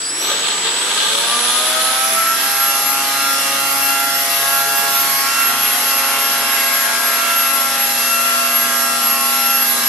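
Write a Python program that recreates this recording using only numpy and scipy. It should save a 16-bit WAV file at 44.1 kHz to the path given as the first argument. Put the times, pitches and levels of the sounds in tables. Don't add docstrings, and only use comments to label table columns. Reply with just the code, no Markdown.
import sys
import numpy as np
from scipy import signal
from scipy.fft import rfft, irfft
from scipy.io import wavfile
from scipy.ndimage import uniform_filter1d, map_coordinates

SR = 44100
rng = np.random.default_rng(int(sys.argv[2]) if len(sys.argv) > 2 else 0)


def unload_wav(signal):
    wavfile.write(
        sys.argv[1],
        SR,
        np.round(np.clip(np.atleast_2d(signal).T, -1, 1) * 32767).astype(np.int16),
    )


N = 435708
TIME = np.arange(N) / SR
TOP_HZ = 139.1
MESH_ORDER, BLADE_ORDER, TAIL_ORDER = 85, .53125, 1.795


# time in seconds, speed in Hz.
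FLIGHT_SPEED = [(2.97, 137.1), (3.67, 137.3), (4.64, 137.0), (4.92, 137.4), (5.76, 136.3), (6.32, 136.7),
                (6.64, 135.7), (7.89, 135.4), (8.08, 135.9), (9.1, 135.7), (9.38, 135.9), (9.61, 135.3),
                (9.75, 135.2)]

def shaft(start_hz=53.5, push_hz_per_s=63, lag_s=2.6, full_throttle_s=1.14, settle_s=.74):
    pushed = start_hz + push_hz_per_s * lag_s * (1 - np.exp(-np.minimum(TIME, full_throttle_s) / lag_s))
    free = TOP_HZ - (TOP_HZ - pushed) * np.exp(-np.maximum(TIME - full_throttle_s, 0) / settle_s)
    hz = np.minimum(free, curves(FLIGHT_SPEED)[0])
    speed = hz / TOP_HZ
    unsteady_hz = .086 * wander(37) + .62 * np.clip(3 * (1 - speed), 0, 1) * wander(62)
    return 2 * np.pi * np.cumsum(hz + unsteady_hz) / SR, speed


# time in seconds, level in dB.
HUM_2 = [(0, -57), (1.2, -63), (1.35, -42), (2.6, -51.5), (3, -41), (3.9, -40), (4.5, -51), (5.2, -45),
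         (9.88, -63)]
HUM_4 = [(0, -60), (.5, -49), (.9, -42), (1.8, -42), (2.25, -52), (3.1, -45), (3.55, -36), (3.9, -44),
         (4.45, -38.5), (5, -46), (5.5, -49), (6, -38), (7.2, -45), (7.8, -41), (9.88, -45)]
HUM_5 = [(0, -47), (0.15, -45), (0.45, -46), (0.7, -36.5), (1, -50), (1.15, -34), (1.42, -45),
         (1.78, -27.5), (1.99, -38.0), (2.11, -29.0), (2.35, -39), (2.92, -37), (3.7, -38.0), (4.3, -30.5),
         (4.9, -32), (5.32, -40), (7.36, -32.0), (7.88, -38.5), (8.39, -31.0), (9.84, -38.5)]
HUM_6 = [(0, -55), (0.33, -37), (0.5, -48), (1, -45), (1.15, -41), (1.66, -35.5), (1.72, -37), (2.05, -29),
         (2.35, -58), (2.47, -31.5), (2.62, -32), (2.95, -28.0), (3.44, -36), (3.53, -30), (3.57, -39),
         (3.64, -27), (3.71, -35), (3.77, -27), (3.82, -31), (3.88, -27), (4.39, -34.5), (4.64, -27),
         (5.24, -33), (5.36, -46), (5.51, -33.5), (6.53, -32), (6.92, -46.0), (7.22, -45), (7.91, -29),
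         (8.12, -48), (9.47, -30), (9.84, -39)]
HUM_8 = [(0, -48), (0.9, -48), (1.15, -37), (1.69, -45), (2.53, -41), (3.1, -35), (3.34, -42), (3.82, -32),
         (4.03, -49), (4.27, -41.5), (4.48, -28.0), (4.66, -39), (5.23, -27), (5.35, -32.5), (6.52, -31.5),
         (7.18, -36), (7.3, -55), (7.57, -29.5), (7.87, -47.5), (8.69, -31.5), (8.96, -38), (9.23, -26.5),
         (9.5, -42), (9.84, -33.5)]
HUM_9 = [(0, -57), (0.9, -50), (1.15, -48.0), (1.63, -52.0), (2.17, -38), (2.45, -43), (2.65, -30.5),
         (3.04, -30.5), (3.49, -29), (4.18, -43), (4.33, -33), (4.81, -50), (5.41, -34), (6.19, -38),
         (7.01, -38), (8.09, -36), (9.08, -29.5), (9.32, -45), (9.84, -36)]
HUM_10 = [(0, -54), (0.6, -46), (0.82, -38), (1, -48), (1.24, -42), (1.3, -29), (1.38, -24), (1.405, -34),
          (1.43, -25.5), (1.52, -29), (1.58, -24), (1.66, -37), (1.685, -25.5), (1.72, -35), (1.78, -23),
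          (1.83, -27), (1.89, -20.5), (1.96, -30), (2.0, -23.5), (2.05, -24), (2.135, -44), (2.17, -20),
          (2.25, -20.5), (2.32, -18), (2.365, -24), (2.395, -46), (2.44, -25.5), (2.5, -34), (2.62, -23.5),
          (2.82, -30), (2.98, -25.5), (3.07, -39.0), (3.28, -21.0), (3.4, -25.0), (3.49, -46),
          (3.64, -26.5), (3.82, -34.0), (3.91, -23.5), (4.09, -24.0), (4.32, -46), (4.57, -24.0),
          (4.84, -31.0), (4.99, -23.5), (5.17, -50.5), (5.25, -26), (5.44, -22.5), (5.57, -27), (5.68, -50),
          (5.89, -29.0), (6.26, -26.5), (6.77, -35.5), (7.37, -22), (7.65, -25.5), (7.97, -37),
          (8.12, -23.5), (8.3, -23.5), (8.5, -28.5), (8.9, -25.0), (9.14, -28), (9.53, -22), (9.71, -42.5),
          (9.84, -36.5)]
HUM_12 = [(0, -54), (0.9, -50), (1.15, -52), (1.93, -32), (2.11, -43), (2.41, -29), (2.89, -35),
          (2.95, -51.5), (3.25, -29.5), (3.7, -50.0), (3.88, -30), (4.27, -43), (4.42, -29), (4.84, -26.5),
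          (4.96, -39), (5.26, -30), (5.92, -57), (6.76, -25), (7.48, -33), (8.08, -33.5), (8.23, -38),
          (8.74, -26.5), (9.19, -49.5), (9.59, -30), (9.84, -30.5)]
HUM_14 = [(0, -56), (0.9, -50), (1.15, -45.0), (1.93, -42.0), (2.35, -34.5), (2.74, -45.5), (3.22, -38.5),
          (3.85, -38.0), (4.33, -31.0), (4.63, -46.0), (5.38, -33.0), (6.31, -45.5), (6.4, -38.5),
          (6.94, -45.0), (8.26, -35.5), (8.5, -49.0), (8.77, -34.5), (9.1, -34.5), (9.84, -46.0)]
HUM_20 = [(0, -56), (0.9, -50), (1.15, -44), (2.14, -47.0), (2.38, -33), (2.62, -42), (2.72, -28.5),
          (2.81, -39), (2.87, -32), (2.93, -39), (3.01, -27.5), (3.08, -46), (3.22, -28), (3.31, -42),
          (3.42, -30), (3.66, -30), (3.76, -42), (3.83, -26), (3.96, -27), (4.09, -48), (4.17, -34),
          (4.26, -46), (4.33, -27), (4.47, -44), (4.57, -28.5), (4.65, -38), (4.72, -29.5), (4.95, -38),
          (5.28, -40), (5.35, -28), (5.42, -25), (5.55, -36), (5.67, -31), (5.78, -41), (5.92, -29),
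          (6.05, -35), (6.13, -30), (6.4, -34), (6.62, -30.5), (6.85, -42), (7.07, -42), (7.22, -32),
          (7.52, -30.0), (7.66, -50.0), (7.76, -32), (7.92, -35), (8.03, -25.5), (8.17, -24.5), (8.33, -37),
          (8.48, -26.5), (8.65, -31), (8.73, -43), (8.88, -30), (9.0, -37), (9.12, -28.5), (9.35, -33),
          (9.57, -28), (9.66, -31), (9.76, -46), (9.84, -36.0)]
HUM_25 = [(0, -56), (2, -48), (3.15, -40), (3.24, -35), (3.48, -35), (3.6, -46), (3.87, -48), (3.96, -34),
          (4.1, -40), (5.5, -46), (5.62, -33.5), (5.8, -46), (9.2, -41), (9.4, -41), (9.88, -39)]
HUM_40 = [(0, -66), (2, -48), (2.53, -32.5), (2.7, -50), (3.05, -34), (3.17, -44), (3.3, -32), (3.5, -40),
          (3.95, -42), (4.05, -39), (4.14, -33), (4.28, -31), (4.6, -42), (4.85, -39), (5.0, -45),
          (5.12, -34), (5.37, -31.5), (5.52, -44), (5.75, -43), (6.12, -35), (6.45, -40), (6.6, -35),
          (6.75, -50), (6.95, -31), (7.08, -44), (7.3, -38), (7.5, -44), (7.72, -30), (7.82, -46),
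          (7.92, -32), (8.2, -48), (8.6, -41), (9.0, -34), (9.17, -43), (9.42, -33), (9.62, -48),
          (9.88, -36)]
# time in seconds, left minus right in dB.
HUM_SWING = [(1.6, -1), (1.78, 9), (1.95, -3), (2.6, 4), (2.95, -5), (3.3, -8), (4.0, -4), (4.55, -9),
             (4.95, -1), (5.4, -4), (5.8, 5), (6.3, -1), (6.75, -4), (7.0, 0), (7.3, 0), (7.6, 4),
             (8.05, 1), (8.45, 8), (8.7, -3), (9.05, 7), (9.4, 0), (9.88, 0)]
# shaft multiple, level at full speed in dB.
WEAK_HUM = [(3, -51), (7, -41.5), (11, -40.5), (13, -45.5), (15, -35.5), (16, -39.5), (17, -41),
            (19, -41.5), (30, -36), (32, -47), (35, -37.5), (45, -41)]

def hum(angle, speed):
    waver_db = .5 + 5 * np.minimum(1 - speed, .2)
    slack = 1.8 * np.clip(.88 - speed, 0, .2)
    swing = 2 / (1 + gain_of(np.array([[-1], [1]]) * curves(HUM_SWING)))
    levels = {2: HUM_2, 4: HUM_4, 5: HUM_5, 6: HUM_6, 8: HUM_8, 9: HUM_9, 10: HUM_10,
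              12: HUM_12, 14: HUM_14, 20: HUM_20, 25: HUM_25, 40: HUM_40}
    tones = 0
    for order, level in levels.items():
        phase = order * angle + rng.uniform(0, 2 * np.pi) + slack * wander(25)
        apart, balance = (.45, swing) if order == 10 else (min(order / 24, 1.15), 1)
        tones += balance * gain_of(waver_db * wander(5.8)) * tone_pair(level, phase, apart, rate_hz=2.9)
    for order, db in WEAK_HUM:
        tone = (standing_waves(order * speed * TOP_HZ) * np.exp(1j * order * angle)).real
        tones += gain_of(db) * speed ** min(.66 * order, 11) * tone
    roughness = 1 + .052 * wander(34)
    return np.sqrt(2) * roughness * tones


# time in seconds, level in dB.
WHINE_LEVEL = [(0, -42), (0.08, -28), (0.13, -33), (0.2, -27), (0.32, -35), (0.55, -35), (0.72, -27),
               (1, -35), (1.15, -37.0), (1.28, -26), (1.81, -25.5), (1.96, -20.5), (2.35, -26),
               (2.41, -20.5), (2.53, -25), (2.71, -18.5), (2.89, -20), (2.98, -32.0), (3.04, -23.5),
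               (3.22, -26.5), (3.58, -31.5), (3.82, -24.0), (3.94, -27.0), (4.51, -22.5), (4.72, -24.5),
               (5.02, -20.0), (5.41, -30.0), (5.47, -20.0), (5.53, -33.0), (5.65, -16.0), (5.77, -22.5),
               (6.28, -23.5), (6.46, -28.5), (6.55, -22.0), (6.82, -22.0), (6.97, -31.0), (7.09, -20.0),
               (7.33, -28.0), (7.39, -19.0), (7.72, -25.0), (7.84, -20.5), (8.05, -24.0), (8.23, -24.0),
               (8.48, -30.5), (8.57, -15.0), (8.72, -31.5), (8.78, -23.5), (8.93, -31.5), (9.11, -17.0),
               (9.38, -23.5), (9.65, -15.0), (9.77, -32.5), (9.84, -20.5)]
# shaft multiple, dB against the whine before the band gain.
SIDE_TONES = [(70, -29), (75, -12), (80, -9.5), (90, -10)]
# frequency in Hz, side-tone gain in dB.
GEAR_RADIATION = [(9100, -16), (9900, 3), (11300, -1), (12300, -4.5)]

def whine(angle, speed):
    level, blade = gain_of(curves(WHINE_LEVEL)[0]), BLADE_ORDER * angle
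    wobble = .3 * np.sin(blade) + .28 * np.sin(5 * blade)
    rasp = 6.3 * np.clip(.93 - speed, 0, .19) * wander(200)
    flutter = evened(flare()) * (1 + .18 * np.cos(blade))
    phase = MESH_ORDER * angle + wobble + rasp + .091 * wander(120)
    mesh = flutter * tone_pair(WHINE_LEVEL, phase, apart=.6, rate_hz=6.7)
    sides = 0
    for order, db in SIDE_TONES:
        gain = gain_of(db + read(GEAR_RADIATION, order * speed * TOP_HZ))
        sides += gain * flare() * np.cos(order * angle + wobble + rasp + .5 * wander(60))
    octave = gain_of(-1) * np.cos(2 * MESH_ORDER * angle + rasp) * np.clip((.61 - speed) / .12, 0, 1)
    steady = uniform_filter1d(level, SR // 4)
    return np.sqrt(2) * mesh, np.sqrt(2) * (steady * sides + level * octave)


def flare(depth_db=3.5, rate_hz=14):
    return gain_of(depth_db * np.minimum(wander(rate_hz), 1))


# frequency in Hz, relative level in dB.
AIR_SPECTRUM = [(25, -50), (45, -40), (65, -28), (120, -22), (200, -6.5), (450, -8.5), (800, -4), (1300, 3),
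                (2200, 1.5), (3500, 1), (5500, 2.5), (8000, 0), (10500, 1.5), (11600, 6.5), (12000, 0.5),
                (12450, -12), (12800, -18)]
# time in seconds, low wash and blade rush in relative dB.
AIR_LEVELS = [(0, -44, -39), (.11, -40, -38.5), (.3, -35, -33), (2, -41, -32), (4, -42, -33.5),
              (6.5, -43, -31), (7.7, -44.5, -32.5), (9.88, -42, -33.5)]
# time in seconds, hiss in relative dB.
AIR_HISS = [(0, -10), (.15, -11), (.3, -6), (.8, -3.5), (1.0, -1), (2.5, -1), (5, -1.5), (7.5, -2),
            (9.88, -1)]

def air(angle, speed, level_db=-19.5, dull_db=42, thin_db=12):
    def colour(hz, t):
        wash, rush = (db - np.median(db) for db in curves(AIR_LEVELS, t))
        rush += .5 * np.interp(t, TIME, wander(9))
        to_rush, to_hiss = np.clip((hz - 450) / 600, 0, 1), np.clip((hz - 3000) / 3000, 0, 1)
        level = (1 - to_rush) * wash + (to_rush - to_hiss) * rush + to_hiss * curves(AIR_HISS, t)[0]
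        slow = np.clip(np.interp(t, TIME, 1 - speed), 0, .3)
        edges = dull_db * np.clip((hz - 8500) / 3500, 0, 1) + thin_db * np.clip((360 - hz) / 120, 0, 1)
        patches = uniform_filter1d(rng.standard_normal(level.shape), 8, axis=0)
        patches = evened(uniform_filter1d(patches, 30, axis=1))
        return gain_of(read(AIR_SPECTRUM, hz) + level - slow * edges + 1.62 * patches)
    blade = BLADE_ORDER * angle
    wake = recurring(noise_pair(colour), blade, shares=(.3, .62, .16, .4), top_hz=2530)
    return gain_of(level_db) * wake * (1 + .021 * np.cos(blade))


# multiple of the blade-pass rate, base level in dB.
BLADE_TONES = [(1, -78), (4, -50), (6, -45), (8, -47), (10, -44.5), (12, -41), (14, -44), (16, -42),
               (18, -42.5), (20, -42), (22, -42.5), (24, -46.5), (26, -43), (30, -42), (44, -40),
               (88, -42.5)]
# time in seconds, flutter gain and thump level in dB at full speed.
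BLADE_LOAD = [(1, -35, -57), (2.5, -2, -58.5), (3.5, -12, -52), (4.6, -1.5, -50.5), (5.5, 1.5, -49),
              (6.3, 1.5, -57), (7, 2, -69), (8, -1.5, -55.5), (9.88, -11, -61)]
# peak time in seconds, level in dB, half-width in seconds.
WAKE_GUSTS = [(5.51, -30, .045), (5.63, -35, .035), (5.77, -30, 0.051), (8.52, -39, 0.089),
              (9.03, -37, .15)]

def rotors(angle, speed):
    flutter, thump = gain_of(curves(BLADE_LOAD))
    blade, tones = BLADE_ORDER * angle, 0
    for order, db in BLADE_TONES:
        wake = evened(gain_of(4 * wander(9))) * np.exp(.8j * wander(12))
        tones += gain_of(db) * (wake * np.exp(1j * (order * blade + rng.uniform(0, 2 * np.pi)))).real
    beat = thump * np.cos(2 * blade) * gain_of(1.9 * wander(1.7))
    gusts = surges(WAKE_GUSTS) * np.cos(10 * blade + .4 * wander(12))
    return np.sqrt(2) * (tail_rotor(angle) + gusts + (flutter * tones + beat) * speed ** 4)


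# time in seconds, level in dB.
TAIL_LEVEL = [(0, -92), (1, -57), (3, -52), (5, -53), (5.5, -43), (7, -43), (8.8, -37), (9.88, -38)]

def tail_rotor(angle):
    phase = TAIL_ORDER * angle
    return gain_of(curves(TAIL_LEVEL)[0]) * (np.cos(phase) + gain_of(-10.5) * np.cos(2 * phase))


# frequency in Hz, level of each tone in dB.
BUZZ_SPECTRUM = [(2300, -58), (2900, -41), (3900, -55), (4600, -46.5), (5700, -43), (6500, -49),
                 (8200, -48), (9400, -68)]

def buzz(angle, speed, shift_hz=3.6, paths=3, size=4096):
    hz = np.arange(size // 2 + 1) * TOP_HZ
    tones = gain_of(read(BUZZ_SPECTRUM, hz)) * (hz > BUZZ_SPECTRUM[0][0]) * (hz < BUZZ_SPECTRUM[-1][0])
    phases = np.exp(2j * np.pi * rng.random((2, paths, len(hz))))
    turns = irfft(tones * phases) * size / np.sqrt(2 * paths)
    place = (angle / (2 * np.pi) * size).astype(int) % size
    return np.array([sum(turn[place] * wander(shift_hz) for turn in side) for side in turns]) * speed ** 8


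def controller(angle, switch_hz=7812.5, level_db=-24, fade_s=(.65, 1.95)):
    level = gain_of(level_db) * np.interp(TIME, fade_s, [1, 0])
    tone = np.cos(2 * np.pi * switch_hz * TIME + np.array([[0], [.7]]))
    return np.sqrt(2) * level * tone * (1 + .15 * np.cos(angle) + .092 * wander(71))


# frequency in Hz, width in Hz, relative level in dB.
FRAME_MODES = [(350, 19, -11.5), (460, 32, -5), (887, 83, -4), (1223, 26, 3.5), (1594, 30, 0),
               (3170, 480, -1), (3440, 180, 0.5), (3780, 200, -1), (4200, 240, -1.5)]
# time in seconds, level in dB.
RATTLE_LEVEL = [(0, -37), (.2, -34), (.3, -30), (.8, -23), (1.05, -18.5), (1.95, -24.5), (2.3, -38),
                (3, -51)]
# peak time in seconds, level in dB, half-width in seconds.
RATTLE_SCRAPES = [(0.313, -23, 0.087), (0.493, -24.5, 0.051), (0.668, -24, 0.034), (0.99, -23.5, 0.025),
                  (1.49, -37, 0.036)]

def rattle(angle, low_hz=230):
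    def colour(hz, t):
        power = sum(gain_of(db) ** 2 / (1 + 2 * ((hz - mode_hz) / width) ** 2) ** 1.22
                    for mode_hz, width, db in FRAME_MODES)
        return np.sqrt(power) * hz ** 2 / (hz ** 2 + low_hz ** 2)
    ringing = recurring(noise_pair(colour), angle, shares=(.5, .28), top_hz=1900)
    level = gain_of(curves(RATTLE_LEVEL)[0]) + surges(RATTLE_SCRAPES)
    chatter = evened(1 + .098 * np.cos(angle) + .25 * wander(130))
    return ringing * level * chatter


# time in seconds, level in dB.
RING_LEVEL = [(0, -60), (1.0, -44), (1.35, -37), (1.55, -27), (1.95, -33), (2.15, -39), (2.5, -54)]

def gear_ring(angle, ring_hz=3480, width_hz=90):
    ring = noise_pair(lambda hz, t: 1 / (1 + ((hz - ring_hz) / width_hz) ** 2))
    return ring * gain_of(curves(RING_LEVEL)[0]) * (1 + .4 * np.cos(angle))


# start in seconds, level in dB, pitch in Hz, decay in seconds.
FRAME_KNOCKS = [(.31, -19, 566, 0.015), (0.431, -19, 1200, 0.055), (.484, -10, 9450, 0.0016),
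                (.499, -29, 9300, .002), (0.508, -27, 1230, 0.024), (0.965, -19.5, 1600, 0.045),
                (1.032, -20, 1636, 0.031)]

def knocks():
    out = np.zeros(N)
    for start, db, hz, decay in FRAME_KNOCKS:
        age = np.maximum(TIME - start, 0)
        envelope = np.exp(-age / decay) - np.exp(-8 * age / decay)
        out += gain_of(db) * envelope * np.sin(2 * np.pi * hz * age)
    return out


def standing_waves(hz, spacing_m=.032, drift_m_per_s=.25, sway_m=.045, delay_s=.03, echoes=8):
    t, hz = TIME[::128], hz[::128]
    delay, heading, tilt, side, phase = rng.uniform(-1, 1, (5, echoes, 1))
    sway = sway_m * wander(3.2)[::128]
    capsules = spacing_m * np.array([-.5, .5])[:, None, None]
    path_m = heading * drift_m_per_s * t + tilt * sway + side * capsules
    cycles = hz * (delay_s * abs(delay) + path_m / 343) + phase
    strength = .99 * hz ** 2 / (hz ** 2 + 500 ** 2)
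    field = 1 + strength * np.exp(-2j * np.pi * cycles).sum(1) / np.sqrt(echoes)
    field *= np.exp(1j * np.pi * phase[0]) / np.sqrt(np.mean(abs(field) ** 2))
    return np.array([np.interp(TIME, t, channel) for channel in field])


# frequency in Hz, seconds to fall by 60 dB.
ROOM_DECAY = [(150, 0.48), (1000, 0.42), (4000, 0.42), (12000, 0.81)]

def room(x, wet_db, drift_hz, mono_hz=1100):
    wet, turn = 0, np.pi * drift_hz * TIME
    for k in range(3):
        hz, t, noise = signal.stft(rng.standard_normal((2, SR // 2)), SR, nperseg=256)
        same = (1 / (1 + (hz / mono_hz) ** 4))[:, None] ** .5
        noise = np.array([noise[0], same * noise[0] + np.sqrt(1 - same ** 2) * noise[1]])
        tail = signal.istft(noise * np.exp(-np.log(1000) * t / read(ROOM_DECAY, hz)[:, None]), SR)[1]
        tail /= np.linalg.norm(tail[0])
        share = np.cos(turn + k * np.pi / 3) * np.sqrt(2 / 3)
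        wet += signal.fftconvolve(np.atleast_2d(x * share), tail, axes=1)[:, :N]
    return (x + gain_of(wet_db) * wet) / np.sqrt(1 + gain_of(wet_db) ** 2)


# frequency in Hz, left-right likeness from 0 to 1.
LIKENESS = [(60, 0.62), (200, 0.91), (500, 0.85), (1000, 0.55), (2000, 0.52), (4000, 0.049), (7000, 0.016),
            (12000, 0.61)]

def noise_pair(colour):
    hz, t = np.fft.rfftfreq(1024, 1 / SR)[:, None], np.arange(N // 256 + 5) * 256 / SR
    a, b, c, d = rng.standard_normal((4, len(hz), len(t)))
    same, left = read(LIKENESS, hz), a + 1j * b
    right = same * left + np.sqrt(1 - same ** 2) * (c + 1j * d)
    spectra = np.array([left, right]) * colour(hz, t)
    return evened(signal.istft(spectra, nperseg=1024, noverlap=768)[1][:, :N])


def tone_pair(level, phase, apart, rate_hz):
    swell = curves([(s, gain_of(db / 2)) for s, db in level])[0] ** 2
    diffuse = (wander(rate_hz) * np.cos(phase) + wander(rate_hz) * np.sin(phase)) / np.sqrt(2)
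    side = apart * uniform_filter1d(swell, SR // 2) * diffuse
    return swell * np.cos(phase) + np.array([side, -side])


def recurring(noise, angle, shares, top_hz):
    hz, index = np.fft.rfftfreq(N, 1 / SR), np.arange(N)
    low = irfft(rfft(noise) / (1 + (hz / top_hz) ** 6), N)
    out = low
    for turn, share in enumerate(shares, 1):
        earlier = np.interp(angle - 2 * np.pi * turn, angle, index, left=-1)
        out = out + share * np.array([np.interp(earlier, index, side, left=0) for side in low])
    return noise - low + out / np.sqrt(1 + np.sum(np.square(shares)))


def wander(rate_hz):
    t = TIME[::32]
    hz = np.fft.rfftfreq(len(t), t[1])
    slow = irfft(rfft(rng.standard_normal(len(t))) / (1 + (hz / rate_hz) ** 2), len(t))
    return np.interp(TIME, t, evened(slow))


def surges(rows):
    return sum(gain_of(db) * np.exp(-((TIME - peak) / width) ** 2) for peak, db, width in rows)


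def curves(rows, t=TIME):
    times, *columns = np.transpose(rows)
    return np.array([np.interp(t, times, column) for column in columns])


def read(points, hz):
    point_hz, value = np.transpose(points)
    return np.interp(np.log(hz + 1), np.log(point_hz + 1), value)


def gain_of(db):
    return 10 ** (np.asarray(db) / 20)


def evened(x):
    return x / np.sqrt(np.mean(x ** 2) + 1e-20)


# time in seconds, left-channel lag in samples.
LEFT_LAG = [(0, 0.58), (2, 0.49), (3.5, 0.55), (4.2, -0.2), (5.2, -0.42), (6.7, -0.054), (8.7, 0.16),
            (9.88, 0.18)]

def scene():
    angle, speed = shaft()
    mesh, sides = whine(angle, speed)
    near = hum(angle, speed) + buzz(angle, speed) + rotors(angle, speed) + controller(angle)
    near += air(angle, speed) + rattle(angle) + gear_ring(angle)
    left, right = near + room(sides + knocks(), wet_db=-1, drift_hz=2.3)
    left = map_coordinates(left, [np.arange(N) - curves(LEFT_LAG)[0]], order=5, mode="nearest")
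    return np.array([left, right]) + mesh


def record(dry):
    limited = dry / (1 + (dry / .88) ** 10) ** .1
    fade_in = np.clip(TIME / .003, 0, 1)
    lowpass = signal.firwin(511, cutoff=12900, window=("kaiser", 9), fs=SR)
    return signal.oaconvolve(limited * fade_in, lowpass[None], "same")


dry = scene()
out = record(dry)
unload_wav(out)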